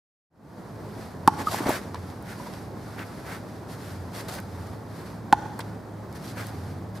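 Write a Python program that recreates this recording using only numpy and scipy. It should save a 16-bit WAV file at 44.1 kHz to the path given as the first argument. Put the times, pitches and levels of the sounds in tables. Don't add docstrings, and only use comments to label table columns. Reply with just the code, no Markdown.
import sys
import numpy as np
from scipy import signal
from scipy.fft import rfft, irfft
from scipy.io import wavfile

SR = 44100
rng = np.random.default_rng(int(sys.argv[2]) if len(sys.argv) > 2 else 0)


def put_to_file(sound):
    columns = np.atleast_2d(sound).T
    safe = np.clip(columns, -1, 1)
    whole_steps = np.round(safe * 32767)
    wavfile.write(sys.argv[1], SR, whole_steps.astype(np.int16))


N = 308700
T = np.arange(N) / SR


def amp(db):
    return 10 ** (np.asarray(db) / 20)


def unit(x):
    return x / np.sqrt(np.mean(x ** 2) + 1e-20)


def curve_at(points, hz):
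    point_hz, value = np.transpose(points)
    return np.interp(np.log(hz + 1), np.log(point_hz), value)


def add(mix, start_s, sound):
    part = mix[..., max(round(start_s * SR), 0):][..., :sound.shape[-1]]
    part += sound[..., :part.shape[-1]]


def drift(rate_hz):
    hz = np.fft.rfftfreq(N, 1 / SR)
    return unit(irfft(rfft(rng.standard_normal(N)) * np.exp(-(hz / rate_hz) ** 2), N))


def spread(spectra, hz):
    # (frequency [Hz], left-right correlation [0..1])
    correlation = [(100, 0.98), (1000, 0.78), (2000, 0.64), (5000, 0.73), (12000, 0.32)]
    alike = np.clip(curve_at(correlation, hz), 0, 1)
    mid, side = spectra[0] * np.sqrt((1 + alike) / 2), spectra[1] * np.sqrt((1 - alike) / 2)
    return np.array([mid + side, mid - side])


def coloured_noise(eq, excitation=1):
    hz = np.fft.rfftfreq(N, 1 / SR)
    spectra = rfft(rng.standard_normal((2, N)) * excitation) * amp(curve_at(eq, hz))
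    return unit(irfft(spread(spectra, hz), N))


def mode(db, hz, rise, t60):
    t = np.arange(SR // 10) / SR
    envelope = (1 - np.exp(-(t / rise) ** 2)) * amp(-60 * t / t60)
    return amp(db) * envelope / envelope.max() * np.sin(2 * np.pi * hz * t)


def crack(db, t60, tilt_db):
    # (frequency [Hz], relative level [dB])
    contact_eq = [(600, -43), (1800, -5), (2900, -4), (4300, 3), (6500, -2.5), (10000, 0.5), (15500, -8)]
    t, hz = np.arange(SR // 10) / SR, np.fft.rfftfreq(SR // 10, 1 / SR)
    colour = amp(curve_at(contact_eq, hz) + tilt_db * np.log2(np.maximum(hz, 1000)))
    spectra = rfft(rng.standard_normal((2, len(t)))) * colour
    burst = unit(irfft(spread(spectra, hz), len(t)))
    return burst * amp(db - 60 * t / t60)


def distant_tone(hz, waver_hz=.5, flutter_db=1.5):
    cycles = np.cumsum(hz + waver_hz * drift(4.46)) / SR
    return unit(np.sin(2 * np.pi * cycles) * amp(flutter_db * drift(5.2)))


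def ambience(rumble_db=-39, hum_growth_db_per_s=1.18, drone_hz=89.9):
    # (frequency [Hz], relative level [dB])
    rumble_eq = [(20, -36), (35, -15), (50, -10), (80, -2.5), (160, 1), (300, -4.5), (520, -9),
                 (850, -11.5), (1250, -18), (1550, -21), (1900, -25), (2800, -37.5), (4600, -35.5),
                 (7000, -41), (15500, -43.5)]
    # (frequency [Hz], starting level [dB])
    hum_tones = [(106.5, -50.5), (188, -58.5)]
    # (peak time [s], length [s], level [dB])
    drone_swells = [(1.35, 1.0, -43.5), (1.99, 0.49, -40), (3.97, 0.46, -39.5), (4.612, .55, -40),
                    (6.712, 0.78, -39)]
    rumble = amp(rumble_db) * coloured_noise(rumble_eq, amp(0.66 * drift(15.0)))
    hum = sum(amp(db + hum_growth_db_per_s * T) * distant_tone(hz) for hz, db in hum_tones)
    swells = sum(amp(db) * np.cos(np.pi * np.clip((T - peak) / length, -.5, .5)) ** 2
                 for peak, length, db in drone_swells)
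    return rumble + hum + swells * distant_tone(drone_hz)


def clothes(attack_s=0.059, release_s=0.062, fidget_db=-64):
    # (start [s], end [s], level [dB])
    moves = [(0.417, .95, -58), (0.985, 1.077, -47.5), (1.33, 1.843, -47), (1.954, 2.18, -52.5),
             (2.356, 2.608, -46.5), (2.82, 3.38, -50.5), (3.478, 3.584, -52.5), (3.74, 4.03, -51),
             (4.14, 4.423, -49.5), (4.497, 4.734, -51.5), (4.95, 5.093, -47.5), (5.42, 5.7, -56),
             (6.17, 6.73, -51)]
    # (frequency [Hz], relative level [dB])
    cloth_eq = [(300, 2.5), (1200, 10.5), (2000, 6), (2900, -3), (4700, 2), (7000, -6), (12000, -4.5),
                (14300, -13), (15600, -30)]
    power = amp(fidget_db) ** 2
    for start, end, db in moves:
        attack = (1 + np.tanh((T - start) / attack_s)) / 2
        release = (1 - np.tanh((T - end) / release_s)) / 2
        power = power + amp(db) ** 2 * attack * release
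    return np.sqrt(power) * coloured_noise(cloth_eq, amp(drift(38)))


def scuffs(edge_share=.16, preroll_s=.08):
    # (start [s], end [s], hiss [dB], scrape [dB], weight [dB])
    drags = [(1.389, 1.426, -44, -39, -35), (1.462, 1.527, -43.5, -47.5, -42.5),
             (1.514, 1.55, -36.5, -41, -33.5), (1.554, 1.6, -39.5, -36.5, -36.5),
             (1.606, 1.645, -46, -46, -33), (1.663, 1.711, -41, -35, -27), (1.68, 1.77, -39.5, -35, -36),
             (2.267, 2.336, -52, -46, -66), (2.981, 3.033, -71, -41, -59), (3.266, 3.367, -50.5, -43, -44),
             (3.69, 3.746, -50, -53, -52), (3.8, 3.938, -54, -53.5, -60),
             (4.146, 4.211, -43.5, -43.5, -41.5), (4.284, 4.299, -40, -42, -37.5),
             (4.308, 4.372, -43.5, -47.5, -40.5), (4.382, 4.394, -51, -42, -38.5),
             (6.152, 6.176, -50.5, -51, -65), (6.239, 6.317, -48.5, -54, -50),
             (6.372, 6.434, -47.5, -40, -43), (6.444, 6.498, -51, -52.5, -51),
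             (6.953, 6.983, -52, -53.5, -60)]
    # (frequency [Hz], relative level [dB])
    hiss_eq = [(1000, -35), (2800, -2.5), (4500, 1), (7000, -5), (11000, -4.5), (14300, -8), (15600, -31)]
    # (frequency [Hz], relative level [dB])
    scrape_eq = [(300, -11), (800, -6.5), (1500, 10), (2100, 6.5), (3000, -6), (6000, -15.5)]
    # (frequency [Hz], relative level [dB])
    weight_eq = [(50, -38), (130, -8), (300, -8.5), (700, -5.5), (1200, -10.5), (3000, -42)]
    power = np.zeros((3, N))
    t = np.arange(SR // 3) / SR - preroll_s
    for start, end, *layer_db in drags:
        length = end - start
        edge_s = edge_share * length
        attack = (1 + np.tanh(t / edge_s)) / 2
        release = (1 - np.tanh((t - length) / edge_s)) / 2
        add(power, start - preroll_s, amp(layer_db)[:, None] ** 2 * attack * release)
    hiss, scrape, weight = np.sqrt(power)
    blades = amp(1.6 * drift(600) + .8 * drift(60))
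    return (hiss * coloured_noise(hiss_eq, blades)
            + scrape * coloured_noise(scrape_eq, blades)
            + weight * coloured_noise(weight_eq))


def contacts():
    # (time [s], level [dB], pitch [Hz], rise [s], t60 [s])
    knocks = [(1.4691, -14.5, 1240, 0.0048, 0.023), (1.481, -21.5, 1225, 0.0033, 0.018),
              (1.5445, -14, 840, 0.00054, 0.0094), (1.6056, -16.5, 307, 0.0027, 0.017),
              (1.6623, -14, 228, 0.00081, 0.013), (1.668, -22, 473, 0.00052, 0.027),
              (1.6815, -24, 656, 0.0018, 0.032), (1.692, -11.5, 326, 0.00055, 0.012),
              (1.6948, -18.5, 883, 0.0021, 0.018), (1.705, -12.5, 625, 0.0011, 0.012),
              (1.9444, -22.5, 990, 0.00029, 0.012), (1.9533, -25, 950, 0.0007, 0.011),
              (2.397, -32.5, 980, 0.0041, .035), (2.468, -34, 964, 0.0046, .035),
              (5.592, -32, 480, .001, 0.025), (5.593, -24, 930, 0.00039, 0.016),
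              (5.5924, -32, 1630, .0005, 0.01), (5.6017, -28, 910, .001, 0.011)]
    # (time [s], level [dB], t60 [s], tilt [dB/octave])
    ticks = [(1.692, -24.5, 0.023, 8), (1.945, -37, 0.024, -6), (1.957, -41, 0.057, -15),
             (2.1009, -42, .012, -8), (2.2251, -42, 0.015, 11), (2.5375, -36.5, 0.011, -10),
             (2.992, -36, 0.022, -12), (4.3398, -29, .007, 7), (4.353, -31, .008, 7),
             (4.388, -39, 0.0095, -15), (4.401, -35.5, 0.011, 4), (5.591, -34, 0.032, 7),
             (5.594, -33, 0.025, -16), (5.604, -33.5, 0.052, -9), (6.127, -42, 0.0096, 2),
             (6.4684, -34, 0.011, 5)]
    out = np.zeros((2, N))
    for start, *knock in knocks:
        add(out, start, mode(*knock))
    for start, *tick in ticks:
        add(out, start, crack(*tick))
    return out


def wall_hits(ground_echo_hz=5200):
    # (time [s], slap [dB], slap [Hz], ring [dB], ring [Hz], thump [dB], overtones [dB],
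    # overtone stretch [ratio], click [dB], click [Hz], ground echo [dB], grit [dB])
    hits = [(1.2762, -3, 1110, -2.5, 873, -6.5, -16, 0.87, -8, 10100, -15, -22.5),
            (5.3263, -5.5, 988, -1.5, 852, -11.5, -13, 0.96, -15, 7600, -18, -24)]
    # (frequency before stretch [Hz], relative level [dB], t60 [s])
    overtones = [(1530, 6, 0.017), (1830, -9, 0.033), (2390, -17, 0.012), (3380, -6, 0.01),
                 (4530, -17, 0.022), (5670, -16.5, 0.017)]
    out = np.zeros((2, N))
    for (start, slap_db, slap_hz, ring_db, ring_hz, thump_db, overtone_db, stretch,
         click_db, click_hz, ground_echo_db, grit_db) in hits:
        add(out, start, mode(slap_db, slap_hz, rise=0.00049, t60=0.019))
        for hz, db, t60 in overtones:
            add(out, start, mode(overtone_db + db, hz * stretch, rise=0.00014, t60=t60))
        add(out, start + 0.0012, mode(thump_db, hz=253, rise=0.0016, t60=0.013))
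        add(out, start + 0.00224, mode(ring_db, ring_hz, rise=0.0045, t60=0.017))
        add(out, start + 0.00037, mode(click_db, click_hz, rise=.00002, t60=0.00094))
        add(out, start + 0.001206, mode(ground_echo_db, ground_echo_hz, rise=.00002, t60=0.00095))
        add(out, start, crack(grit_db, t60=0.032, tilt_db=-5.5))
    return out


def with_wall_echo(sound, delay_s=.0105, echo_db=-11):
    out = sound.copy()
    add(out, delay_s, amp(echo_db) * sound)
    return out


def yard_reverb(send, tail_db=-18, build_s=0.036, taps_per_s=3000):
    # (delay [s], level [dB])
    echoes = [(0.0111, -28), (0.017, -25), (0.038, -40), (.047, -34), (.098, -46), (0.129, -33)]
    # (frequency [Hz], relative level [dB])
    tail_eq = [(150, -3), (400, 16), (780, -2.5), (1000, -1), (1450, 2.5), (2200, 1), (4300, 1.5),
               (6000, 10), (14000, -2.5)]
    # (frequency [Hz], t60 [s])
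    tail_t60 = [(100, 0.79), (900, 1), (4000, 1), (14000, 0.46)]
    taps = rng.standard_normal((2, SR)) * (rng.random(SR) < taps_per_s / SR)
    taps = irfft(spread(rfft(taps), np.fft.rfftfreq(SR, 1 / SR)), SR)
    hz, t, bands = signal.stft(taps, SR, nperseg=256)
    decay = amp(curve_at(tail_eq, hz)[:, None] - 60 * t / curve_at(tail_t60, hz)[:, None])
    build_up = 1 - np.exp(-t / build_s)
    response = signal.istft(bands * decay * build_up, SR, nperseg=256)[1]
    response *= amp(tail_db) / np.linalg.norm(response[0])
    soft_click = signal.windows.hann(5) / 2
    for delay, db in echoes:
        add(response, delay, amp(db) * soft_click)
    return signal.fftconvolve(send, response, axes=1)[:, :N]


def scene(catcher_send_db=-7):
    ball = wall_hits() * amp([[-.7], [.7]])
    catcher = contacts() + with_wall_echo(scuffs() + clothes())
    reverb = yard_reverb(ball + amp(catcher_send_db) * catcher)
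    bed = ambience() * amp([[-.4], [.4]])
    return ball + catcher + reverb + bed


def record(dry, knee=4, low_cut_hz=45, high_cut_hz=15600):
    rounded = dry / (1 + abs(dry) ** knee) ** (1 / knee)
    thinned = signal.sosfilt(signal.butter(2, low_cut_hz, "high", fs=SR, output="sos"), rounded)
    fade_in = np.interp(T, [.3, .42, .6, .8], [0, .2, .75, 1])
    high_cut = signal.firwin(401, high_cut_hz, window=("kaiser", 9), fs=SR)
    return signal.oaconvolve(fade_in * thinned, high_cut[None], "same")


dry = scene()
out = record(dry)
put_to_file(out)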